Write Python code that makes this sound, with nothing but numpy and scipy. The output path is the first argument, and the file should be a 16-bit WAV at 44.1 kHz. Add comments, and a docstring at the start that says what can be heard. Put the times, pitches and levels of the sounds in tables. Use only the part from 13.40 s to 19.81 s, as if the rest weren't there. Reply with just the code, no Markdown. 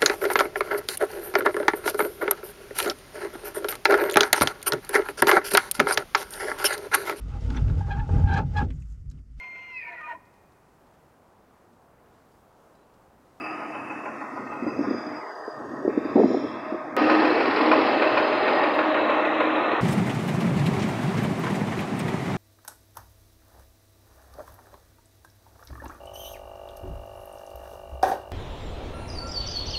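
"""Idling six-cylinder diesel, far then near

A diesel machine idles on open ground, heard from afar, then after a hard cut from close by.
Engine: shaped noise throbbing with six firings a cycle; one loud cylinder knocks, a thin cover rings.
Close by, valve gear ticks. A hydraulic pump hums at multiples of one pitch over a faint drone.
Wind: decaying sine thumps on the microphone, lumpy noise flutter and rumble.
Treble: roar and knocks below a moving edge, narrow hissing bands and a faint broad hiss."""
import sys
import numpy as np
from scipy import signal
from scipy.fft import rfft, irfft, next_fast_len
from scipy.io import wavfile
from scipy.ndimage import uniform_filter1d, map_coordinates

SR = 44100
rng = np.random.default_rng(int(sys.argv[2]) if len(sys.argv) > 2 else 0)


def how_loud(loudness_db):
    """Turn decibels into a plain amplitude multiplier (0 dB gives 1, 20 dB gives 10)."""
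    steps = np.asarray(loudness_db, float) / 20
    return 10 ** steps


def digitize_waveform(pressure):
    """Quantize a signal to 16-bit integers and store it at the path in sys.argv[1].

    Rows of a 2-D input are taken as channels; values are limited to [-1, 1].
    """
    field = np.atleast_2d(pressure).T
    bounded = np.clip(field, -1, 1)
    quanta = np.round(bounded * 32767).astype(np.int16)
    wavfile.write(sys.argv[1], SR, quanta)


N = 282636
T = np.arange(N) / SR
CUT_S = 3.5665  # far position before, near after
CYCLE_HZ = 6.504  # four-stroke cycles

# All levels are relative; pairs are (far, near).
# Roar over time: [t/s, level/dB, bass over it/dB, treble over it/dB]
ROAR = ([(0, -38.5, 7.5, 9), (.6, -39, 8, 5.5), (1.1, -38.5, 4.5, 5), (1.8, -38.5, 8, 3),
        (2.2, -37.5, 8, -1.5), (2.7, -37.5, -5.5, 2), (3.56, -38, 7, -0.5)], [(3.57, -21.5, 2.5, 0),
        (4.1, -21, -0.5, 0), (4.5, -21, -1.5, 1.5), (5.0, -21.5, -4, -0.5), (5.7, -22, -3.5, -1.5),
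        (6.41, -22.5, -4.5, -1.5)])
BASS_BELOW_HZ, TREBLE_ABOVE_HZ = 560, 1950
# Roar noise density, far and near: [f/Hz, density/dB]
FAR_SPECTRUM = [(100, -48), (170, -17), (303, -7), (337, -14.5), (552, -14.5), (693, -3.5), (830, -8.5),
                (1280, -7.5), (1360, -8.5), (1480, -13), (1670, -12), (2600, -22.5), (3000, -30),
                (3900, -68), (6600, -120)]
NEAR_SPECTRUM = [(100, -69.5), (170, -26.5), (222, -13), (307, -2), (425, -6.5), (614, -6), (662, -10.5),
                 (712, -8.5), (1050, -11), (1630, -17.5), (1860, -15.5), (2610, -22.5), (3620, -29),
                 (4860, -32), (5800, -44), (7540, -73), (12800, -120)]
# Hood resonances and dips: [f/Hz, width/Hz, gain/dB]
HOOD = [(846, 11, 2.5), (1068, 110, 3), (1256, 49, 1.5), (1843, 57, 5.5), (2640, 110, 7), (4560, 110, -4.5)]
# Moving upper edge of roar and knocks, pair: [t/s, f/Hz]
EDGE = ([(0, 3120), (.56, 3040), (.6, 2840), (.74, 2820), (.85, 2635), (1.78, 2700), (1.86, 2300),
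        (1.95, 1970), (2.475, 1950), (2.495, 2660), (3.3, 2870), (3.56, 2500)], [(3.57, 5600), (4.0, 5570),
        (4.82, 5300), (4.95, 5200), (5.48, 4980), (5.58, 4900), (5.8, 4760), (5.86, 4270), (6.41, 4170)])
# Spots of engine sound that rise or sink: [t/s, half length/s, f/Hz, half width/Hz, gain/dB]
SPOTS = [(0.27, 0.42, 2590, 74, 9.5), (1.26, 0.17, 2500, 150, 7.5), (0.24, 0.098, 2660, 180, -7),
         (1.12, 0.27, 1710, 96, -14), (1.16, 0.26, 2340, 170, -11), (2.7, 0.91, 1400, 62, -10.5),
         (2.6, 0.063, 2000, 48, -13), (2.1, 0.27, 175, 166, -21), (5.4, 0.58, 4600, 130, -17),
         (5.1, 0.25, 4960, 96, 1), (4.6, 0.07, 5300, 320, -7), (3.1, 0.17, 5450, 200, -3),
         (5.7, .25, 4530, 460, -8.5), (4.17, 0.17, 4300, 60, -7.5), (4.0, .5, 3600, 250, -3.5),
         (3.4, .42, 3800, 60, -9), (3.1, 0.23, 4100, 67, -11)]

# First knock of the loud cylinder, far and near: [t/s]
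FIRST_KNOCK_S = .039, 3.696
# Knock strength: [t/s, level/dB]
KNOCK_LEVEL = [(0, -22), (.4, -18.5), (.9, -20.5), (1.7, -27), (3.55, -35.5), (3.58, -10.5), (6.41, -12.5)]
# Knocks with a set time and strength: [t/s, level/dB]
HARD_KNOCKS = [(.046, -21), (.198, -21), (.346, -18.5), (.502, -18.5), (3.697, -5.5), (4.314, -2.5),
               (4.62, -5), (4.771, -5), (5.387, -8.5), (5.695, -8), (6.001, -5.5), (5.543, -9)]
# Engine block resonances in the knock: [f/Hz, width/Hz, level/dB]
BLOCK = [(578, 165, 4), (1026, 230, -1.5), (1425, 190, -3), (1970, 1100, -11.5), (2482, 194, -6.5),
         (4320, 5300, -28)]
# Thin cover's ring after each knock: [f/Hz, level/dB, t60/s]
COVER = [(836.4, -9, 0.16), (1013, -11, 0.17), (1420, -18, 0.23)]
KNOCK_SCATTER_DB = 2
CRACK_DB, CRACK_T60_S = -5, 0.028  # sharp front of a knock
CHATTER_DB, CHATTER_T60_S, CHATTER_SCATTER_DB = -2.5, 0.049, 1.5  # burst at every firing

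# Valve gear close by: [t/s, broad tick level/dB, thin ring level/dB]
VALVES = [(3.57, -43, -57), (3.7, -31.5, -56), (4.2, -30, -49), (4.4, -35, -44), (4.7, -34.5, -51.5),
          (5.1, -40.5, -46), (5.45, -41, -42.5), (5.8, -53, -43.5), (6.41, -61, -52)]
# Modes of one valve tick: [f/Hz, level/dB, t60/s]
TAPPET = [(3984, 1.5, 0.048), (4170, -2, 0.039), (4240, -2, 0.038), (4440, -4, .03), (4800, -4, .03)]
VALVE_RISE = 0.07  # share a tick's pitch has climbed after 15 ms

PUMP_HZ = 312.2
# Pump hum, pair: [t/s, level/dB of multiples 1, 2, 4]
PUMP = ([(0, -45, -69, -42), (.36, -46, -66, -45), (.53, -40, -65, -55), (.62, -55, -47, -62),
        (.8, -64, -58, -50), (1.15, -54, -61, -43.5), (1.7, -63.5, -45, -47.5), (2.5, -47, -50, -64),
        (2.96, -43, -40.5, -53), (3.16, -46, -48, -46), (3.3, -58, -37, -50), (3.56, -53, -45.5, -47)],
        [(3.58, -31.5, -47, -29), (3.65, -26, -54, -31.5), (3.83, -22.5, -44, -36), (3.96, -32, -39, -38.5),
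        (4.12, -46, -43, -55), (4.33, -22.5, -29.5, -48), (4.47, -38, -31.5, -42), (4.6, -37, -34, -43),
        (4.72, -30, -30, -45), (4.89, -32.5, -28.5, -42.5), (5.0, -41.5, -32, -47), (5.45, -32, -33, -46),
        (5.85, -34, -32.5, -41.5), (6.0, -30.5, -35.5, -40), (6.12, -27, -44, -38),
        (6.2, -35.5, -42, -32.5), (6.41, -30.5, -54, -38)])
# Throb depth at the firing rate: [multiples 1, 2, 4]
PUMP_THROB = (0.34, 0.46, 0.22)
# Faint drone lines: [f/Hz, level/dB]
DRONE = [(115, -66.5), (150.7, -48)]

# Thumps on the microphone: [t/s, level/dB, f/Hz, t60/s, sharp front level over it/dB]
GUSTS = [(1.219, -21, 251.5, 0.093, -22), (1.262, -17, 338, 0.08, -7), (1.391, -12, 306, 0.022, -18),
         (1.402, -15, 281, 0.064, -9), (1.469, -18, 272, 0.1, -15), (1.509, -15, 323, 0.035, -20),
         (1.546, -14.5, 268, 0.026, -24), (2.078, -22, 426, 0.04, -16), (2.446, -18.5, 374, 0.083, -27),
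         (2.478, -8, 307, 0.021, -12), (2.491, -15.5, 374, 0.038, -24), (2.573, -10.5, 289, 0.047, -26),
         (2.651, -15.5, 292, 0.052, -19), (2.756, -5, 280, 0.038, -15), (2.765, -12.5, 342, 0.052, 1),
         (2.777, -8.5, 405, 0.063, -6), (2.792, -7, 316, 0.031, -8), (2.8, -8.5, 414, 0.026, -10),
         (2.813, -8, 377, 0.039, -20), (2.826, -14.5, 298, .03, -11), (2.835, -8.5, 326, 0.018, 1),
         (2.84, -8, 297, .035, -18), (2.855, -13, 320, 0.028, -11), (2.875, -19, 330, 0.026, -14),
         (2.899, -14.5, 339, 0.05, -11), (2.914, -12.5, 297, 0.045, -23), (2.943, -12, 363, 0.042, -1),
         (2.964, -12, 294, 0.048, -17), (3.035, -16.5, 295, 0.063, -14), (3.322, -18.5, 318, 0.03, -19),
         (3.34, -20, 342, 0.056, -15)]
# Wind strength, pair: [t/s, level/dB]
WIND = ([(0, -45), (.25, -52), (.5, -41), (.84, -54), (1.0, -36.5), (1.15, -42), (1.28, -34.5),
        (1.5, -31.5), (1.62, -38), (1.75, -45.5), (1.85, -66), (2.12, -62), (2.2, -38), (2.49, -32),
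        (2.62, -31.5), (2.745, -28.5), (2.79, -18.5), (2.87, -24), (2.96, -29.5), (3.3, -41.5),
        (3.56, -41)], [(3.57, -37), (4.3, -38), (4.9, -40), (5.7, -43), (6.41, -41)])
# Flutter noise density: [f/Hz, density/dB]
FLUTTER = [(100, -40.5), (170, -9.5), (248, 3.5), (358, 0.5), (398, -4), (609, -6.5), (1200, -44.5),
           (1560, -66), (2640, -120)]
# Rumble noise density: [f/Hz, density/dB]
RUMBLE = [(15, -56.5), (25, -28), (49, -25), (108, 0), (165, 3), (210, -26), (360, -120)]
RUMBLE_DB, RUMBLE_DB_PER_DB, NEAR_RUMBLE_DB = -52, 0.71, 3  # at strength -37 dB; slope; added near

# Hissing bands: [from/Hz, to/Hz, thin line f/Hz, rest level/dB,
#                 swells [t/s, hold/s, level/dB, fade/(dB/s)]]
HISS_BANDS = [(3130, 4200, 3550, -84.5, [(2.7, .1, -67.5, 49), (2.88, 0.18, -54.5, 55.5)]),
              (3300, 3730, 3330, -94.5, [(1.48, 0.15, -64.5, 90), (3.1, 0.15, -60.5, 79.5)]),
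              (3450, 3800, 3680, -93.5, [(2.58, .2, -63, 59.5), (3.3, 0.09, -70.5, 59.5)]),
              (4860, 4950, 4920, -85.5, [(0, .055, -53.5, 53), (1.288, 0.43, -56.5, 54),
              (5.948, 0.16, -73, 57)]), (4830, 4900, 4870, -88, [(1.88, 0.26, -58, 200)]),
              (4720, 4870, 4790, -87.5, [(2.3, 0.18, -74.5, 53), (2.66, .12, -63, 60),
              (3.22, 0.1, -62.5, 80)]), (5050, 5170, 5110, -86.5, [(2.65, .15, -68.5, 55.5),
              (3.15, 0.22, -70, 119)]), (4760, 5670, 5300, -83, [(2.84, .2, -54.5, 70)]),
              (5390, 5510, 5440, -93.5, [(1.3, .08, -77, 59), (1.44, .33, -66, 150),
              (2.45, 0.11, -72, 100)]), (6000, 6520, 6450, -89.5, [(1.3, .17, -67.5, 48)]),
              (6380, 7020, 6800, -90.5, [(2.82, 0.17, -67, 121)])]
SWELL_DB_PER_S = 149
# Broad hiss, pair: [t/s, hiss level/dB, high hiss level/dB]
AIR = ([(0, -78.5, -76), (.56, -78.5, -76), (1.3, -77.5, -88), (2.8, -79.5, -90), (3.54, -84.5, -86)],
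       [(3.57, -74, -79), (3.75, -73.5, -78), (4.3, -74, -85), (5.2, -76.5, -91.5), (6.41, -79, -96.5)])
# Densities of hiss and high hiss: [f/Hz, density/dB]
HISS = [(1180, -45.5), (2000, -5.5), (3590, -15), (4130, -18), (4820, -9.5), (5160, -12.5), (5830, -12),
        (9360, -25.5), (15700, -31), (15800, -70)]
HIGH_HISS = [(8000, -12), (9500, -9.5), (10800, -10), (12000, -24)]

# Faint broad ticks: [t/s, level/dB]
TICKS = [(5.348, -51.5), (5.358, -53)]
TICK_T60_S = .012
CUT_CLICK_DB, CUT_CLICK_S = -16, .00003


def unit(x):
    """Scale to rms 1."""
    return x / np.sqrt(np.mean(x ** 2) + 1e-20)


def along(points, hz):
    """Interpolate (Hz, value) points on a log frequency axis."""
    f, v = np.transpose(points)
    return np.interp(np.log(hz + 1), np.log(f + 1), v)


def curves(rows, t=T):
    """Interpolate each column after the time at times t."""
    s, *cols = np.transpose(rows)
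    return np.array([np.interp(t, s, c) for c in cols])


def spliced(far, near):
    """Far curves up to the cut, near ones after it."""
    return np.where(T < CUT_S, curves(far), curves(near))


def wobble(rate_hz):
    """Smooth random curve with rate_hz knots a second."""
    knots = rng.standard_normal(int(N * rate_hz / SR) + 4)
    return map_coordinates(knots, [np.arange(N) * rate_hz / SR])


def noise(response):
    """Noise of rms 1 with a frequency-dependent gain."""
    m = next_fast_len(N + 8192)
    spectrum = rfft(rng.standard_normal(m)) * response(np.fft.rfftfreq(m, 1 / SR))
    return unit(irfft(spectrum, m)[:N])


def bumps(modes, hz):
    """One resonance curve of peak 1 per (Hz, width, ..) row."""
    return np.array([1 / (1 + ((hz - c) / (w / 2)) ** 2) for c, w, _ in modes])


def band(lo_hz, hi_hz, skirt_hz):
    """Response of a flat band with steep skirts."""
    def response(hz):
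        outside_hz = np.maximum(np.maximum(lo_hz - hz, hz - hi_hz), 0)
        return np.exp(-(outside_hz / skirt_hz) ** 2)
    return response


def beats(count, phase, sharp):
    """Throb of count beats per engine cycle, peak 1."""
    return np.exp(sharp * (np.cos(2 * np.pi * (count * CYCLE_HZ * T - phase)) - 1))


def field(shape, tall, long):
    """Random patches over frequency and time, rms 1."""
    patches = uniform_filter1d(rng.standard_normal(shape), size=tall, axis=0)
    return unit(uniform_filter1d(patches, size=long, axis=1))


def streaky(x, streak_db, patch_db):
    """Give x thin lasting streaks and short broad patches of gain."""
    z = signal.stft(x, nperseg=1024)[2]
    streaks = streak_db * field(z.shape, tall=2, long=24)
    patches = patch_db * field(z.shape, tall=8, long=4)
    y = signal.istft(z * how_loud(streaks + patches), nperseg=1024)[1][:N]
    # offset the mean power the random gain adds
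    return y * np.exp(-(np.log(10) / 20) ** 2 * (streak_db ** 2 + patch_db ** 2))


def engine(spectrum, levels, edge, knock, throb_db, ragged_hz):
    """Firing-throbbed noise roar with bent bass and treble, plus knocks, under a ragged upper edge."""
    def colour(hz):
        return how_loud(along(spectrum, hz) + np.transpose(HOOD)[2] @ bumps(HOOD, hz))

    def above(corner_hz):
        return 1 / (1 + (corner_hz / (hz[:, None] + 1)) ** 8)

    throb = throb_db * beats(count=6, phase=0.31, sharp=1.8)
    roar = noise(colour) * how_loud(throb + 0.54 * wobble(5.85))
    roar = streaky(roar, streak_db=1.82, patch_db=0.5)
    hz, t, z = signal.stft([roar, knock], SR, nperseg=1024)
    level_db, bass_db, treble_db = curves(levels, t)
    bend_db = level_db + bass_db * (1 - above(BASS_BELOW_HZ)) + treble_db * above(TREBLE_ABOVE_HZ)
    spot_db = sum(db * np.exp(-((t - s) / long) ** 4 - ((hz[:, None] - mid) / wide) ** 4)
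                  for s, long, mid, wide, db in SPOTS)
    beyond_hz = hz[:, None] - curves(edge, t) + ragged_hz * field(bend_db.shape, tall=2, long=20)
    below_edge = 1 / (1 + np.exp(np.clip(beyond_hz / 30, -50, 50)))
    heard = how_loud(spot_db) * (how_loud(-38.0) + below_edge)
    return signal.istft((z[0] * how_loud(bend_db) + z[1]) * heard, SR, nperseg=1024)[1][:N]


def knocks():
    """Once a cycle: envelope of the loud cylinder's combustion burst, and the cover ring it starts."""
    swell, ring, t = np.zeros(N + SR), np.zeros(N + SR), np.arange(SR // 4) / SR
    far_times = np.arange(FIRST_KNOCK_S[0], CUT_S, 1 / CYCLE_HZ)
    near_times = np.arange(FIRST_KNOCK_S[1], T[-1], 1 / CYCLE_HZ)
    times = np.r_[far_times, near_times]
    luck = rng.standard_normal((len(times), len(COVER) + 2))
    levels = curves(KNOCK_LEVEL, times)[0] + KNOCK_SCATTER_DB * luck[:, -1]
    times = times + .002 * luck[:, -2]
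    for s, db in HARD_KNOCKS:
        nearest = np.argmin(abs(times - s))
        times[nearest], levels[nearest] = s, db
    decay = how_loud(-60 * t / 0.15) + how_loud(CRACK_DB - 60 * t / CRACK_T60_S)
    burst = decay * (1 - np.exp(-t / .003))
    ring_rise = 1 - np.exp(-(t / .014) ** 2)
    for s, db, each in zip(times, levels, luck):
        start = round(s * SR)
        swell[start:][:len(t)] += how_loud(db) * burst
        modes = sum(how_loud(level + 2.0 * u - 60 * t / t60) * np.sin(2 * np.pi * hz * (1 + 0.01 * u) * t)
                    for (hz, level, t60), u in zip(COVER, each))
        ring[start:][:len(t)] += how_loud(db) * ring_rise * modes
    return swell[:N], ring[:N]


def chatter():
    """Envelope of a short burst at every firing, each of its own size."""
    firing = 6 * CYCLE_HZ * (T + 1 / CYCLE_HZ - np.where(T < CUT_S, *FIRST_KNOCK_S))
    sizes_db = CHATTER_SCATTER_DB * rng.standard_normal(int(firing.max()) + 1)
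    since_s = firing % 1 / (6 * CYCLE_HZ)
    level_db = curves(KNOCK_LEVEL)[0] + CHATTER_DB + sizes_db[firing.astype(int)]
    return how_loud(level_db - 60 * since_s / CHATTER_T60_S) * (1 - np.exp(-since_s / 0.0038))


def valves():
    """Near only: three ticks a cycle as decaying, rising modes; a thin noise ring swells with each."""
    tick_db, ring_db = curves(VALVES)
    tick, t = np.zeros(N + SR), np.arange(SR // 20) / SR
    times = (np.arange(3 * CYCLE_HZ * T[-1]) + .14) / (3 * CYCLE_HZ)
    warped_s = t + VALVE_RISE * t ** 2 / .03
    for s, luck in zip(times, rng.standard_normal((len(times), 2, len(TAPPET)))):
        modes = sum(how_loud(db + 1.5 * u - 60 * t / t60) * np.sin(2 * np.pi * hz * (1 + 0.014 * v) * warped_s)
                    for (hz, db, t60), u, v in zip(TAPPET, *luck))
        tick[round(s * SR):][:len(t)] += modes * (1 - np.exp(-t / 0.0035))
    ring = (.3 + beats(count=3, phase=0.2, sharp=12.0)) * noise(band(3830, 3870, 25))
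    return (how_loud(tick_db) * tick[:N] + how_loud(ring_db) * ring) * (T >= CUT_S)


def pump():
    """Wavering sine multiples with side lines from the firings' throb, over a faint drone."""
    turn = 2 * np.pi * (PUMP_HZ * T + 0.046 * wobble(35))
    throb = np.cos(2 * np.pi * (6 * CYCLE_HZ * T - .25))
    hum = 0
    for k, db, depth in zip((1, 2, 4), spliced(*PUMP), PUMP_THROB):
        gain = np.sqrt(2) * how_loud(db + (2.0 + 0.16 * k) * wobble(30))
        hum = hum + gain * (1 + depth * throb) * np.sin(k * turn)
    drone = sum(how_loud(db + 1.8 * wobble(3.5)) * np.sin(2 * np.pi * hz * T) for hz, db in DRONE)
    drone_gate = np.clip((spliced(*WIND)[0] + 60) / 8, 0, 1)  # drone falls away in the wind's lull
    return hum + drone_gate * drone


def wind():
    """Eddies thump the microphone for a cycle or two over lumpy noise flutter; a rumble lies below."""
    thumps, t = np.zeros(N + SR), np.arange(SR // 8) / SR
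    for (s, db, hz, t60, front_db), luck in zip(GUSTS, rng.standard_normal((len(GUSTS), 6))):
        pitch_hz = hz * np.c_[[.75, 1, 1.5]] * np.exp(0.057 * luck[:3, None])
        partials = np.c_[[.5, 1, .35]] * np.sin(2 * np.pi * pitch_hz * t + 0.51 * luck[3:, None])
        front_hz = 740 * np.exp(0.096 * luck[0])
        front = how_loud(front_db - 60 * t / 0.04) * np.sin(2 * np.pi * front_hz * t)
        envelope = how_loud(db + 5.5 - 60 * t / t60) * (1 - np.exp(-(t / (0.055 * t60)) ** 2))
        thumps[round(s * SR):][:len(t)] += envelope * (partials.sum(axis=0) + front)
    low_cut = signal.butter(3, 190, "high", fs=SR, output="sos")
    strength_db, = spliced(*WIND)
    lumps = how_loud(4.8 * np.tanh(0.31 * wobble(60)) + 0.8 * wobble(60))
    flutter = how_loud(strength_db) * unit(lumps * noise(lambda hz: how_loud(along(FLUTTER, hz))))
    rumble_db = RUMBLE_DB + RUMBLE_DB_PER_DB * (strength_db + 37.0)
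    rumble_db = rumble_db + np.where(T < CUT_S, 0, NEAR_RUMBLE_DB)
    rumble = unit(how_loud(2.0 * wobble(21)) * noise(lambda hz: how_loud(along(RUMBLE, hz))))
    return signal.sosfilt(low_cut, thumps[:N] + flutter) + how_loud(rumble_db) * rumble


def treble(knock):
    """Narrow noise bands that come and go over a faint broad hiss, which swells with the knocks."""
    narrow, slow = 0, T[::64]
    for lo, hi, line, rest_db, swells in HISS_BANDS:
        def colour(hz):
            return band(lo, hi, 40)(hz) * (1 + 1.9 * bumps([(line, 50, 0)], hz)[0])

        gain = how_loud(rest_db)
        for s, hold, db, fade_db in swells:
            rise_db = SWELL_DB_PER_S * np.maximum(s - slow, 0)
            fall_db = fade_db * np.maximum(slow - s - hold, 0)
            gain = gain + how_loud(db - rise_db - fall_db)
        narrow = narrow + np.interp(T, slow, gain) * how_loud(0.58 * wobble(25.3)) * noise(colour)
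    hiss_db, high_db = spliced(*AIR)
    hiss = how_loud(hiss_db + 15.5) * (1 + 1.4 * knock) * noise(lambda hz: how_loud(along(HISS, hz)))
    high = noise(lambda hz: how_loud(along(HIGH_HISS, hz)) * (abs(hz - 10000) < 3000))
    broad = hiss + how_loud(high_db + 4.5) * high
    return streaky(narrow, streak_db=3.0, patch_db=1.0) + streaky(broad, streak_db=3.5, patch_db=1.2)


def clicks():
    """Decaying noise ticks, and an exponential pulse at the cut."""
    s, db = np.transpose(TICKS)
    since_s = T - s[:, None]
    decay = how_loud(db[:, None] - 60 * np.maximum(since_s, 0) / TICK_T60_S) * (since_s > 0)
    ticks = decay.sum(axis=0) * rng.standard_normal(N)
    after = np.arange(N) - round(CUT_S * SR) - 4  # samples
    pulse = (after >= 0) * np.exp(-np.maximum(after, 0) / (CUT_CLICK_S * SR))
    return ticks + how_loud(CUT_CLICK_DB) * pulse


def scene():
    """Two positions joined by a hard cut; close by, the burst covers most of the ring."""
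    swell, ring = knocks()
    block = noise(lambda hz: how_loud(np.transpose(BLOCK)[2]) @ bumps(BLOCK, hz) * (hz > 150))
    burst = how_loud(-12.5) * (swell + chatter()) * block
    far_knock = how_loud(-4.5) * burst + how_loud(1.5) * ring
    near_knock = burst + how_loud(-6.0) * ring
    far = engine(FAR_SPECTRUM, ROAR[0], EDGE[0], far_knock, throb_db=-1.0, ragged_hz=60)
    near = engine(NEAR_SPECTRUM, ROAR[1], EDGE[1], near_knock, throb_db=1.0, ragged_hz=80)
    machine = np.where(T < CUT_S, far, near) + valves() + pump()
    return (machine + treble(swell) + wind() + clicks())[None]


def low_pass(x):
    """Removes everything above the highest recorded frequency."""
    return signal.sosfilt(signal.butter(12, 16670, fs=SR, output="sos"), x)


def record(dry):
    """Fade the last 4 ms; the microphone has a narrow dip at the foot of its low cut."""
    faded = dry * np.clip((T[-1] - T) / .004, 0, 1)
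    m = next_fast_len(N + 8192)
    hz = np.fft.rfftfreq(m, 1 / SR)
    dip = 1 - 1.27 * bumps([(164.2, 27.8, 0)], hz)[0]
    mix = irfft(rfft(faded, m) * dip, m)[:, :N]
    return low_pass(mix)


dry = scene()
out = record(dry)
digitize_waveform(out)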